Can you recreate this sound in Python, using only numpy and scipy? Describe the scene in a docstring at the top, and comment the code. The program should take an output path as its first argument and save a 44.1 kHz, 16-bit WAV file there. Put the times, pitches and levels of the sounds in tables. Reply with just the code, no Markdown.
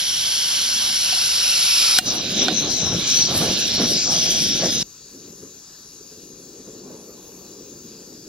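"""Gas stove in a wood

Jet noise: cold gas hisses as the valve opens, its resonances gliding as the microphone nears.
Impact: knob, piezo igniter and the button springing back ring the modes of the stove body.
Combustion noise: the lit burner hisses, sizzles, roars and pops, shaped by gusts and swirling air.
After a cut the stove burns quietly under a pan, a few steps away; faint open air lies beneath."""
import sys
import numpy as np
from scipy import signal
from scipy.fft import rfft, irfft, next_fast_len
from scipy.io import wavfile
from scipy.ndimage import map_coordinates

SR = 44100
rng = np.random.default_rng(int(sys.argv[2]) if len(sys.argv) > 2 else 0)


def generate_wav(sig):
    """Save sig (samples, or channels by samples) to the path in sys.argv[1] as 16-bit PCM at SR."""
    pcm = np.round(np.clip(np.atleast_2d(sig).T, -1, 1) * 32767).astype(np.int16)
    wavfile.write(sys.argv[1], SR, pcm)


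N = 365148

FRAME = 1024  # samples in a spectral frame
HZ = np.fft.rfftfreq(FRAME, 1 / SR)[:, None]
TIME = np.arange(N) / SR
FRAME_S = signal.stft(TIME, SR, nperseg=FRAME)[1]  # frame times

LIGHT_S, CUT_S = 1.995, 4.83  # the gas catches; the listening place changes
CATCH_S, SPREAD_S = 2.016, 0.029  # the flame spreads round the head at this time, this fast


def amp(db):
    """Level: decibels to amplitude gain."""
    return 10 ** (np.asarray(db) / 20)


def unit(x):
    """Normalization: x at rms 1."""
    return x / np.sqrt(np.mean(x ** 2) + 1e-20)


def along(points):
    """Spectral envelope: each column of a frequency table, joined on a log axis."""
    f, *cols = np.transpose(points)
    return np.array([np.interp(np.log(HZ + 1), np.log(f + 1), c) for c in cols])


def curves(rows, t=TIME):
    """Time envelope: each column of a time table at the times t."""
    s, *cols = np.transpose(rows)
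    return np.array([np.interp(t, s, c) for c in cols])


def wobble(rate):
    """Random modulation: a smooth curve of rms 1 with rate knots a second."""
    knots = rng.standard_normal(int(N * rate / SR) + 4)
    return unit(map_coordinates(knots, [TIME * rate]))


def after(s, fade):
    """Smooth onset: rises from 0 to 1 around the time s."""
    return .5 + .5 * np.tanh((TIME - s) / fade)


def bell(hz, width_hz):
    """Resonance: a bump of height 1 on the frequency axis."""
    return 2 ** -(2 * (HZ - hz) / width_hz) ** 2


def swells(rows, attack_s, release_s, t=TIME):
    """Attack and release: events (start, length, values) rise, hold and fall; one curve per value."""
    start, length, *values = np.transpose(rows)[:, :, None]
    rise = 1 + np.tanh((t - start) / attack_s)
    fall = 1 - np.tanh((t - start - length) / release_s)
    return [np.sum(value * rise * fall / 4, axis=0) for value in values]


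def rush(colour_db, ports, patchy_db, port_db=0):
    """Turbulence: coloured noise of rms 1 with drifting patches, partly coherent between two ports."""
    a, b = signal.stft(rng.standard_normal((2, N)), nperseg=FRAME)[2]
    patch_shape = np.outer(np.hanning(20), np.hanning(13))
    patches = signal.fftconvolve(rng.standard_normal(a.shape), patch_shape, "same")
    gain = amp(colour_db + patchy_db * unit(patches))
    # each frame keeps its total power; port_db then colours each port apart
    gain = gain / np.linalg.norm(gain, axis=0) * amp(port_db)
    pan_db, coherence, lag = along(ports)
    turn = np.arccos(np.clip(coherence, 0, 1)) / 2
    shared, apart = np.cos(turn) * a, np.sin(turn) * b
    lean = amp(pan_db / 2) * np.exp(-.5j * lag)
    pair = np.array([(shared + apart) * lean, (shared - apart) / lean])
    pair = pair / np.hypot(abs(lean), 1 / abs(lean))
    return unit(signal.istft(pair * gain, nperseg=FRAME)[1][:, :N])


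def flame(colour_db, ports, flutter_db, flutter_rate):
    """Combustion noise: turbulence whose level comes in quick, uneven puffs."""
    puffs = amp(flutter_db * wobble(flutter_rate))
    return unit(rush(colour_db, ports, patchy_db=2.0) * puffs)


def lit_burner():
    """Superposition: burner hiss, plus a roar that sets in as the flame spreads round the head."""
    return lit_hiss() + after(CATCH_S, SPREAD_S) * flame_roar()


# wind gusts tear at the flame, and the button springing back shakes it at 2.48 s; it calms in the lulls: # t/s,
# length/s, roar rise/dB, rasp/dB, bass/dB
GUST_EVENTS = [(2.06, 0.15, 2.5, 9, 0), (2.36, 0.14, 5, -5, -16), (2.48, 0.091, 5.5, -5, -7),
               (2.62, 0.071, 6, 6.5, 6), (2.82, 0.09, 6, 5, 8), (2.92, 0.066, 7.5, 4, 8.5),
               (3.02, 0.31, -3, 5, 5), (3.28, 0.26, 7.5, 3.5, 3.5), (3.79, 0.055, 12.5, 4, -7),
               (3.89, 0.11, 4.5, -15, -8), (3.99, .06, -5.5, 6, 5), (4.07, 0.11, 3.5, 4.5, 3),
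               (4.44, 0.12, 3.5, -11, 0), (4.61, 0.089, 10, 0.5, -6), (4.79, 0.11, 5.5, -2, 6),
               (5.42, 0.04, 9.5, 0, 0), (6.66, 0.043, 4.5, -3, 0), (6.83, 0.15, 5, 0, -1),
               (7.72, 0.032, 6, 4, 2)]


def gusts(t):
    """Forcing by wind and by the button's knock: rise of the roar, of its rasp and of its bass in dB at the
    times t."""
    return swells(GUST_EVENTS, attack_s=0.014, release_s=0.039, t=t)


# spectrum of the close roar: f/Hz, level/dB
ROAR_SPECTRUM = [(20, -36), (50, -13), (100, -8.5), (160, -0.5), (220, -0.5), (320, -3), (430, -10),
                 (680, -8.5), (900, -17), (1400, -17), (2000, -24), (3000, -40), (9000, -85)]
# the two ports beside the lit burner: f/Hz, left minus right/dB, coherence/1, left lag/rad
LIT_PORT_PAIR = [(200, 0, .99, 0), (600, -2.3, .98, 0), (1100, -5.5, .82, -.2), (1950, -2, .75, .2),
                 (2400, -6, .8, .4), (2850, -19, .7, 1.4), (3400, -8, .8, .3), (4300, -3, .8, .65),
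                 (5100, 2, .82, 1.1), (5900, 3, .9, 2), (7100, 4, .75, 2.3), (8000, 2, .92, 2.8),
                 (8500, 0, 1, 3.14), (9400, 0, 1, 3.14), (10000, .5, .98, 3.11), (11700, .5, .965, 3.07),
                 (12400, 0, 1, 3.14)]
ROAR_DB, ROAR_BASS_DB, ROAR_RASP_DB = -33, -0.5, -3  # between gusts: level, bass, rasp


def flame_roar():
    """Combustion noise: the close flame roars, each gust changing its level and colour."""
    _, rasp_db, bass_db = gusts(FRAME_S)
    bass_tone_db = (ROAR_BASS_DB + bass_db) * bell(100, width_hz=130)
    rasp_tone_db = (ROAR_RASP_DB + rasp_db) * bell(1180, width_hz=820)
    colour_db = along(ROAR_SPECTRUM)[0] + bass_tone_db + rasp_tone_db
    roar = flame(colour_db, LIT_PORT_PAIR, flutter_db=1.3, flutter_rate=70)
    return amp(ROAR_DB + gusts(TIME)[0]) * roar


# the head swishes, or briefly falls away, as hot air swirls round it:
# t/s, length/s, head/dB, broad rush/dB, pot support ring/dB
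SWISH_EVENTS = [(2.05, 0.086, 13.5, 2, 1), (2.16, .04, 8, -1, 0), (2.37, 0.084, 12, 4.5, 2),
                (2.46, 0.062, -8, 1.5, 0), (2.535, 0.081, 8.5, -1, -6), (2.67, .11, 7.5, -1.5, 15),
                (2.79, 0.094, 6.5, -1, -3), (2.9, 0.058, 4, -3.5, 1), (3.055, 0.18, 11.5, 2, 1),
                (3.23, 0.062, 6, -1.5, 5), (3.94, 0.095, -1, 0, 8), (4.06, 0.052, -6, -5.5, 7),
                (4.14, 0.086, 1, 0, 4)]


def swishes(t=TIME):
    """Turbulent modulation: change of head, of rush and of pot support ring in dB at the times t."""
    return swells(SWISH_EVENTS, attack_s=0.027, release_s=0.02, t=t)


# steady hiss as the microphone moves round the burner: t/s, rush level/dB, head level/dB
HISS_LEVELS = [(2.1, -26.5, -35), (2.42, -25.5, -29.5), (2.9, -27.5, -28.5), (3.1, -24.5, -29.5),
               (3.45, -23, -25.5), (3.7, -22.5, -24.5), (4.05, -24, -19), (4.3, -23.5, -20.5),
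               (4.8, -26, -23)]
# wandering resonances of the hot burner: t/s, head f/Hz, tube f/Hz, sizzle f/Hz
BURNER_RESONANCES = [(2.1, 6300, 3950, 11700), (2.2, 5750, 3850, 11500), (2.32, 6000, 3780, 11200),
                     (2.44, 5680, 3780, 11000), (2.54, 6120, 4000, 11300), (2.6, 5900, 4050, 11350),
                     (2.73, 6280, 4080, 11900), (2.93, 5780, 3800, 11500), (3.14, 5900, 4150, 11650),
                     (3.27, 6080, 4200, 11400), (3.56, 5700, 4000, 11100), (3.9, 5780, 4150, 11050),
                     (4.05, 6020, 4340, 11750), (4.22, 6020, 3450, 11650), (4.5, 5800, 3550, 11050),
                     (4.75, 5930, 3680, 11350)]
# the microphone leans in to the burner and draws back: t/s, closeness/1
MIC_CLOSENESS = [(2.1, 0), (2.5, 0.9), (2.92, 0.9), (3.08, 0.25), (4.1, 0.15), (4.8, 0.2)]
# narrow bands lifted by the steel pot support: f/Hz, width/Hz, level/dB
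SUPPORT_BANDS = [(2250, 500, 2.5), (2900, 260, 0.5), (5000, 320, 4.5), (6900, 400, 6.5)]
# spectra of the broad rush and of the burner head: f/Hz, level/dB
RUSH_SPECTRUM = [(400, -11), (1000, -27), (1600, -9.5), (1950, -16.5), (2400, -7), (3300, 1.5), (4000, 2.5),
                 (4700, 2.5), (6000, -7.5), (7500, -13), (9000, -59), (13000, -43)]
HEAD_SPECTRUM = [(3500, -37.5), (4800, 3.5), (5400, 12.5), (6250, 6.5), (6750, -6), (7500, -7), (8500, -56),
                 (12000, -60)]
GUST_DUCK = 0.057  # dB of rush and head lost per dB of roar gained
DIP_DB, RECOVER_S, RECOVER_FADE_S = -10, 2.055, .016  # the hiss dips briefly after the click, then recovers
# drawn back, the right port hears a reflection cancel one band
SHADOW_DB, SHADOW_S, SHADOW_HZ, SHADOW_WIDTH_HZ = -7, 4.6, 4400, 120


def lit_hiss():
    """Resonant jet noise: dipping after the click, it swishes in hot air while its resonances wander."""
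    swish_db, surge_db, _ = swishes()
    rush_db, head_db = curves(HISS_LEVELS) + [surge_db, swish_db] - GUST_DUCK * gusts(TIME)[0]
    head_hz, tube_hz, sizzle_hz = curves(BURNER_RESONANCES, FRAME_S)
    close, = curves(MIC_CLOSENESS, FRAME_S)
    # right at the burner the resonances stand out, and the hiss between them turns hollow
    hollow_db = -10 * close * bell(1.17 * tube_hz, width_hz=550)
    hollow_db = hollow_db - 6 * close * bell(0.887 * head_hz, width_hz=840)
    head_ring_db = (4 + 5 * close) * bell(head_hz, width_hz=580)
    tube_ring_db = (2 + 4 * close) * bell(tube_hz, width_hz=580)
    support_ring_db = swishes(FRAME_S)[2] * bell(4800, width_hz=300)
    support_db = sum(db * bell(hz, width) for hz, width, db in SUPPORT_BANDS) + support_ring_db

    drawn_back = np.interp(FRAME_S, TIME, after(SHADOW_S, fade=0.042))
    shadow_db = SHADOW_DB * drawn_back * bell(SHADOW_HZ, SHADOW_WIDTH_HZ)
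    # the tube faces the right port
    port_db = np.array([0.83 * tube_ring_db, tube_ring_db + shadow_db])
    body_colour_db = along(RUSH_SPECTRUM)[0] + support_db + hollow_db
    body = amp(rush_db) * rush(body_colour_db, LIT_PORT_PAIR, patchy_db=1.5, port_db=port_db)

    head_colour_db = along(HEAD_SPECTRUM)[0] + head_ring_db + support_ring_db + hollow_db
    head = amp(head_db) * rush(head_colour_db, LIT_PORT_PAIR, patchy_db=4.0)
    # up close, the head faces the left port
    head = head * amp(np.outer([1.2, -6.5], curves(MIC_CLOSENESS)[0]))
    head = head * amp(1.07 * wobble(rate=35))  # flutter

    dip = amp(DIP_DB * (1 - after(RECOVER_S, RECOVER_FADE_S)))
    return dip * (body + head + burner_sizzle(sizzle_hz, swish_db))


# fine sizzle before swish and flicker: t/s, level/dB
SIZZLE_LEVELS = [(2.14, -36), (2.26, -42), (2.34, -35.5), (2.45, -39), (2.75, -38.5), (2.93, -42),
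                 (3.2, -32), (3.45, -30.5), (3.7, -33.5), (4.1, -34), (4.24, -30), (4.5, -33.5),
                 (4.8, -35.5)]
# its spectrum: f/Hz, level/dB
SIZZLE_SPECTRUM = [(5000, -40), (7800, -5), (8700, -8), (9400, -7), (10200, -1.5), (11200, -2), (12000, -8),
                   (12800, -24), (13900, -19), (15200, -45)]
SIZZLE_FOLLOWS = 0.25  # dB of sizzle per dB of swish


def burner_sizzle(sizzle_hz, swish_db):
    """Fine-scale turbulence: flickering treble noise with a wandering resonance."""
    level_db = curves(SIZZLE_LEVELS)[0] + SIZZLE_FOLLOWS * swish_db + 3.9 * wobble(rate=32)
    ring_db = 8 * bell(sizzle_hz, width_hz=620)
    return amp(level_db) * rush(along(SIZZLE_SPECTRUM)[0] + ring_db, LIT_PORT_PAIR, patchy_db=2.5)


# the loud pops of the flame: t/s, peak level/dB
LOUD_POPS = [(1.989, -26), (2.51, -20), (2.947, -19), (2.965, -18), (3.467, -18), (3.514, -15.5),
             (3.819, -17), (3.838, -15.5), (3.9206, -14), (4.637, -15), (4.673, -13.5)]
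POP_S, SMALL_POP_DB = 0.00068, -27.5  # typical half length; typical small peak between gusts


def flame_pops():
    """Volume collapse: pockets of flame give dull pulses, the many small ones growing with the gusts."""
    times = rng.uniform(CATCH_S + SPREAD_S, CUT_S, size=110)
    levels = SMALL_POP_DB + gusts(times)[0] + rng.normal(0, 1.7, len(times))
    out = np.zeros(N)
    for s, db in [*LOUD_POPS, *zip(times, levels)]:
        near = slice(round((s - .01) * SR), round((s + .01) * SR))
        half_s = POP_S * np.exp(rng.normal(0, .14))
        u = (TIME[near] - s) / half_s
        out[near] -= amp(db) * (1 - u ** 2) * np.exp(-u ** 2 / 2)
    return out


# resonances of the cold hiss glide, most of them downward, as the microphone nears:
# f at first/Hz, f at lighting/Hz, width/Hz, level/dB
JET_RESONANCES = [(1560, 1360, 230, 7), (2200, 2320, 130, 2), (3190, 2400, 540, 4.5), (4260, 4000, 170, 3),
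                  (5560, 5390, 660, 8.5)]
# reflections shape gliding bands as the microphone nears:
# f at first/Hz, f at lighting/Hz, width/Hz, left level/dB, right level/dB
GLIDING_BANDS = [(2590, 1950, 270, 1, -4), (3750, 3500, 200, -1.5, -2.5), (3640, 2700, 490, -5, 0),
                 (7650, 6900, 600, -1.5, -3)]
# spectrum of the cold jet: f/Hz, level/dB
JET_SPECTRUM = [(100, -26), (300, -21.5), (1000, -19.5), (1900, -16), (3000, -5.5), (4500, -2.5),
                (5700, -6), (7000, -8), (8600, -15), (9800, -3.5), (10800, 1), (11400, -18), (12200, -21),
                (12800, -29), (13400, -25), (14000, -31), (14400, -55)]
# the two ports before lighting: f/Hz, left minus right/dB, coherence/1, left lag/rad
JET_PORT_PAIR = [(200, 0, .93, 0), (900, -3, .65, .1), (1500, -7, .85, .2), (2200, -5.5, .8, .4),
                 (2900, -13, .8, 1.2), (3400, -7, .9, .3), (4300, -2, .92, .45), (5600, 3, .96, 1.35),
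                 (7000, 4, .87, 2.1), (8500, 0, .99, 3), (10500, 1.5, .98, 3), (11200, 0, .999, 3.14)]
# each turn of the valve lets more gas through: t/s, rise/dB
VALVE_TURNS = [(.26, 1.0), (1.04, 1.38), (1.42, 1.35), (1.72, 1.5)]
JET_DB, TURN_S = -20.5, 0.061  # hiss before the turns; how gradually a turn takes hold


def unlit_jet():
    """Jet noise: cold gas blows through the mixer tube; resonances glide as the microphone nears."""
    glide = np.clip(FRAME_S / LIGHT_S, 0, 1) ** 2.0  # 0 at first, 1 at lighting
    resonance_db, bands_db = 0, 0
    for first, last, width, db in JET_RESONANCES:
        resonance_db = resonance_db + db * bell(first + (last - first) * glide, width)
    for first, last, width, *sides_db in GLIDING_BANDS:
        bands_db = bands_db + np.multiply.outer(sides_db, bell(first + (last - first) * glide, width))
    colour_db = along(JET_SPECTRUM)[0] + resonance_db
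    hiss = rush(colour_db, JET_PORT_PAIR, patchy_db=0.9, port_db=bands_db)
    opened_db = sum(db * after(s, TURN_S) for s, db in VALVE_TURNS)
    return hiss * amp(JET_DB + opened_db + 0.15 * wobble(24.46))


# valve knob and igniter knock the stove:
# t/s, relative level/dB, contact brightness f/Hz, crack/dB, thud/dB
STOVE_KNOCKS = [(.9, -28, 650, -45, 8), (1.126, -20.5, 640, -45, 9), (1.171, -28, 650, -45, 9),
                (1.9863, -10.5, 6000, 5.5, 1), (2.483, -12, 2600, -0.5, 5.5)]
# modes of the stove body: f/Hz, level/dB, t60/s, left minus right/dB
BODY_MODES = [(743, -8.5, .055, -2.5), (1480, 2.5, .018, -7), (1870, -17, .06, -4), (2390, -12, .05, -3),
              (2810, -19.5, .25, -6), (3074, 0, .016, -6), (3410, -10, .035, -5), (4064, -11, .05, -4),
              (4200, 9, .011, -4), (5146, -21, .1, 2), (5900, 6, .012, 5), (6503, -21, .08, 3)]
CRACK_S, RATTLE_S, RATTLE_DB = .009, .1, -22  # t60 of the blow; t60 and level of rattling loose parts
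THUD_BELOW_HZ = 1000  # a thud lifts the modes under this pitch


def knocks():
    """Modal impact: blows ring the body; hard contacts crack, soft ones stir chiefly its lowest mode."""
    out, t = np.zeros((2, N)), np.arange(SR // 3) / SR
    hz, mode_db, t60, pan_db = np.transpose(BODY_MODES)[:, :, None]
    for s, db, bright_hz, crack_db, thud_db in STOVE_KNOCKS:
        blow_db = mode_db + thud_db * (hz < THUD_BELOW_HZ) + rng.normal(0, 1.0, hz.shape)
        strength = amp(blow_db) / np.hypot(1, (hz / bright_hz) ** 2)
        life = amp(-60 * t / t60) * (1 - np.exp(-t * hz))  # each mode builds up over about one cycle
        modes = strength * life * np.sin(2 * np.pi * (hz * t + rng.random(hz.shape)))
        ring = amp(np.hstack([pan_db, -pan_db]).T / 2) @ modes

        edges_hz = [1300, np.clip(2 * bright_hz, 2500, 13000)]
        b, a = signal.butter(2, edges_hz, "band", fs=SR)
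        snap = signal.lfilter(b, a, rng.standard_normal((3, len(t))))
        stereo_snap = unit(snap[0] + 2.0 * snap[1:])  # one shared noise, one for each port
        dying = amp(-60 * t / CRACK_S) + amp(RATTLE_DB - 60 * t / RATTLE_S)
        crack = amp(crack_db) * dying * (1 - np.exp(-t / 0.00022)) * stereo_snap
        out[:, round(s * SR):][:, :len(t)] += amp(db) * (ring + crack)
    return out


# the hand on the valve knob rubs faintly: t/s, level/dB
HAND_LEVELS = [(.35, -84), (.6, -54), (.78, -47), (1.0, -51), (1.2, -57), (1.5, -69)]
# spectrum of the rubbing: f/Hz, level/dB
HAND_SPECTRUM = [(100, -32), (170, -20), (220, 6), (290, -8), (500, -32), (1000, -55)]


def hand():
    """Friction noise: fingers turning the knob make the canister rumble."""
    rumble = rush(along(HAND_SPECTRUM)[0], JET_PORT_PAIR, patchy_db=0)
    return amp(curves(HAND_LEVELS)[0]) * rumble


# the breeze sets the distant roar, to which gusts add: t/s, level/dB
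BREEZE_LEVELS = [(5.04, -58), (5.17, -44.5), (5.47, -48), (5.66, -59), (5.98, -51), (6.22, -45.5),
                 (6.85, -44.5), (8.27, -44.5)]
# the distant hiss swells slowly as the air moves: t/s, level/dB, ring of the burner head/dB
FAR_HISS_LEVELS = [(4.9, -44, 1), (5.4, -44, -1), (5.9, -43.5, 3), (6.4, -44.5, -2), (6.7, -44, -1),
                   (7.0, -46, -2), (7.45, -44.5, -2.5), (7.9, -43.5, 2), (8.27, -44.5, 3)]
# reflections from pan and table cancel narrow bands: f/Hz, width/Hz, level/dB
PAN_NOTCHES = [(2080, 330, -10), (3110, 170, -15), (3650, 130, -6), (4180, 120, -6), (5220, 150, -11),
               (5850, 200, -3), (7570, 260, -13)]
# spectra of the distant hiss, sizzle and roar: f/Hz, level/dB
FAR_HISS_SPECTRUM = [(400, -20), (1000, -15.5), (1500, -16.5), (2200, -17.5), (2750, -15.5), (3300, -16),
                     (4000, -8), (4900, -3.5), (5900, -3), (6350, 1.5), (7150, -4), (8300, -19),
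                     (9200, -33), (12000, -45)]
FAR_SIZZLE_SPECTRUM = [(8500, -38), (9700, -11), (10400, 0), (11500, 3), (12200, 0), (12900, 1),
                       (13500, -8), (14700, -3), (15400, -1), (15900, -1.5)]
FAR_ROAR_SPECTRUM = [(25, -30), (55, -15), (95, -17.5), (180, 0.5), (300, -0.5), (410, 2), (530, -7),
                     (680, -19.5), (1100, -32), (2000, -33), (4000, -59)]
# the two ports a few steps away: f/Hz, left minus right/dB, coherence/1, left lag/rad
FAR_PORT_PAIR = [(150, 0, .96, 0), (430, 2.5, .95, .15), (750, -7, .5, .9), (1100, -3, .85, .3),
                 (1600, -6, .65, .8), (2700, -1, .8, 0), (4200, -1, .75, -.5), (5100, 4, .65, -.9),
                 (6000, 7, .78, -2.7), (7400, 9, .6, -1), (8500, 0, .6, .3), (10200, 0, .99, 0)]
# the flame turns raspier at the height of the breeze: by how much, when, half length to 1/e
FAR_RASP_DB, FAR_RASP_S, FAR_RASP_SPAN_S = 14.5, 7.23, 0.66
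FAR_SIZZLE_DB, FAR_SIZZLE_FOLLOWS = -55, 0.21  # level in the full breeze; dB per dB of breeze


def distant_burner():
    """Interference and forcing: pan and table notch the hiss while the flame flutters in the breeze."""
    breeze_db, = curves(BREEZE_LEVELS)
    notch_db = sum(db * bell(hz, width) for hz, width, db in PAN_NOTCHES)
    ring_db = curves(FAR_HISS_LEVELS, FRAME_S)[1] * bell(5000, width_hz=960)
    hiss_colour_db = along(FAR_HISS_SPECTRUM)[0] + notch_db + ring_db
    hiss = amp(curves(FAR_HISS_LEVELS)[0]) * rush(hiss_colour_db, FAR_PORT_PAIR, patchy_db=1.5)

    sizzle_db = FAR_SIZZLE_DB + FAR_SIZZLE_FOLLOWS * (breeze_db - breeze_db.max()) + 0.83 * wobble(3.2)
    sizzle = amp(sizzle_db) * rush(along(FAR_SIZZLE_SPECTRUM)[0], FAR_PORT_PAIR, patchy_db=4.5)

    windy = np.exp(-((FRAME_S - FAR_RASP_S) / FAR_RASP_SPAN_S) ** 2)
    rasp_db = FAR_RASP_DB * windy * bell(1040, width_hz=590)
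    roar_colour_db = along(FAR_ROAR_SPECTRUM)[0] + rasp_db
    roar = flame(roar_colour_db, FAR_PORT_PAIR, flutter_db=1.45, flutter_rate=60)
    return hiss + sizzle + amp(breeze_db + gusts(TIME)[0]) * roar


# spectrum of the open air: f/Hz, level/dB
AIR_SPECTRUM = [(20, -9), (52, 3), (90, -6), (130, 2), (200, -5.5), (400, -31), (1500, -34)]


def forest_air():
    """Ambient turbulence: a low rumble of open air."""
    return rush(along(AIR_SPECTRUM)[0], JET_PORT_PAIR, patchy_db=-2.0)


def scene():
    """Superposition and crossfade: unlit gas, then the close flame, then the stove from further off."""
    lit, away = after(LIGHT_S, fade=0.0029), after(CUT_S, fade=0.001)
    air = forest_air()
    burner = (1 - lit) * unlit_jet() + lit * lit_burner()
    close = burner + flame_pops() + knocks() + hand() + amp(-50.0) * air
    distant = distant_burner() + amp(-59.0) * air
    return (1 - away) * close + away * distant


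def record(dry):
    """Band limiting and saturation: cuts the deepest bass, rounds peaks near full scale, ends the treble."""
    top_hz = 15800
    trimmed = signal.lfilter(*signal.butter(3, 30, "high", fs=SR), dry)
    held = trimmed / (1 + np.abs(trimmed) ** 12) ** (1 / 12)
    size = next_fast_len(N + SR // 2)
    passed = np.fft.rfftfreq(size, 1 / SR) < top_hz
    return irfft(rfft(held, size) * passed, size)[:, :N]


dry = scene()
out = record(dry)
generate_wav(out)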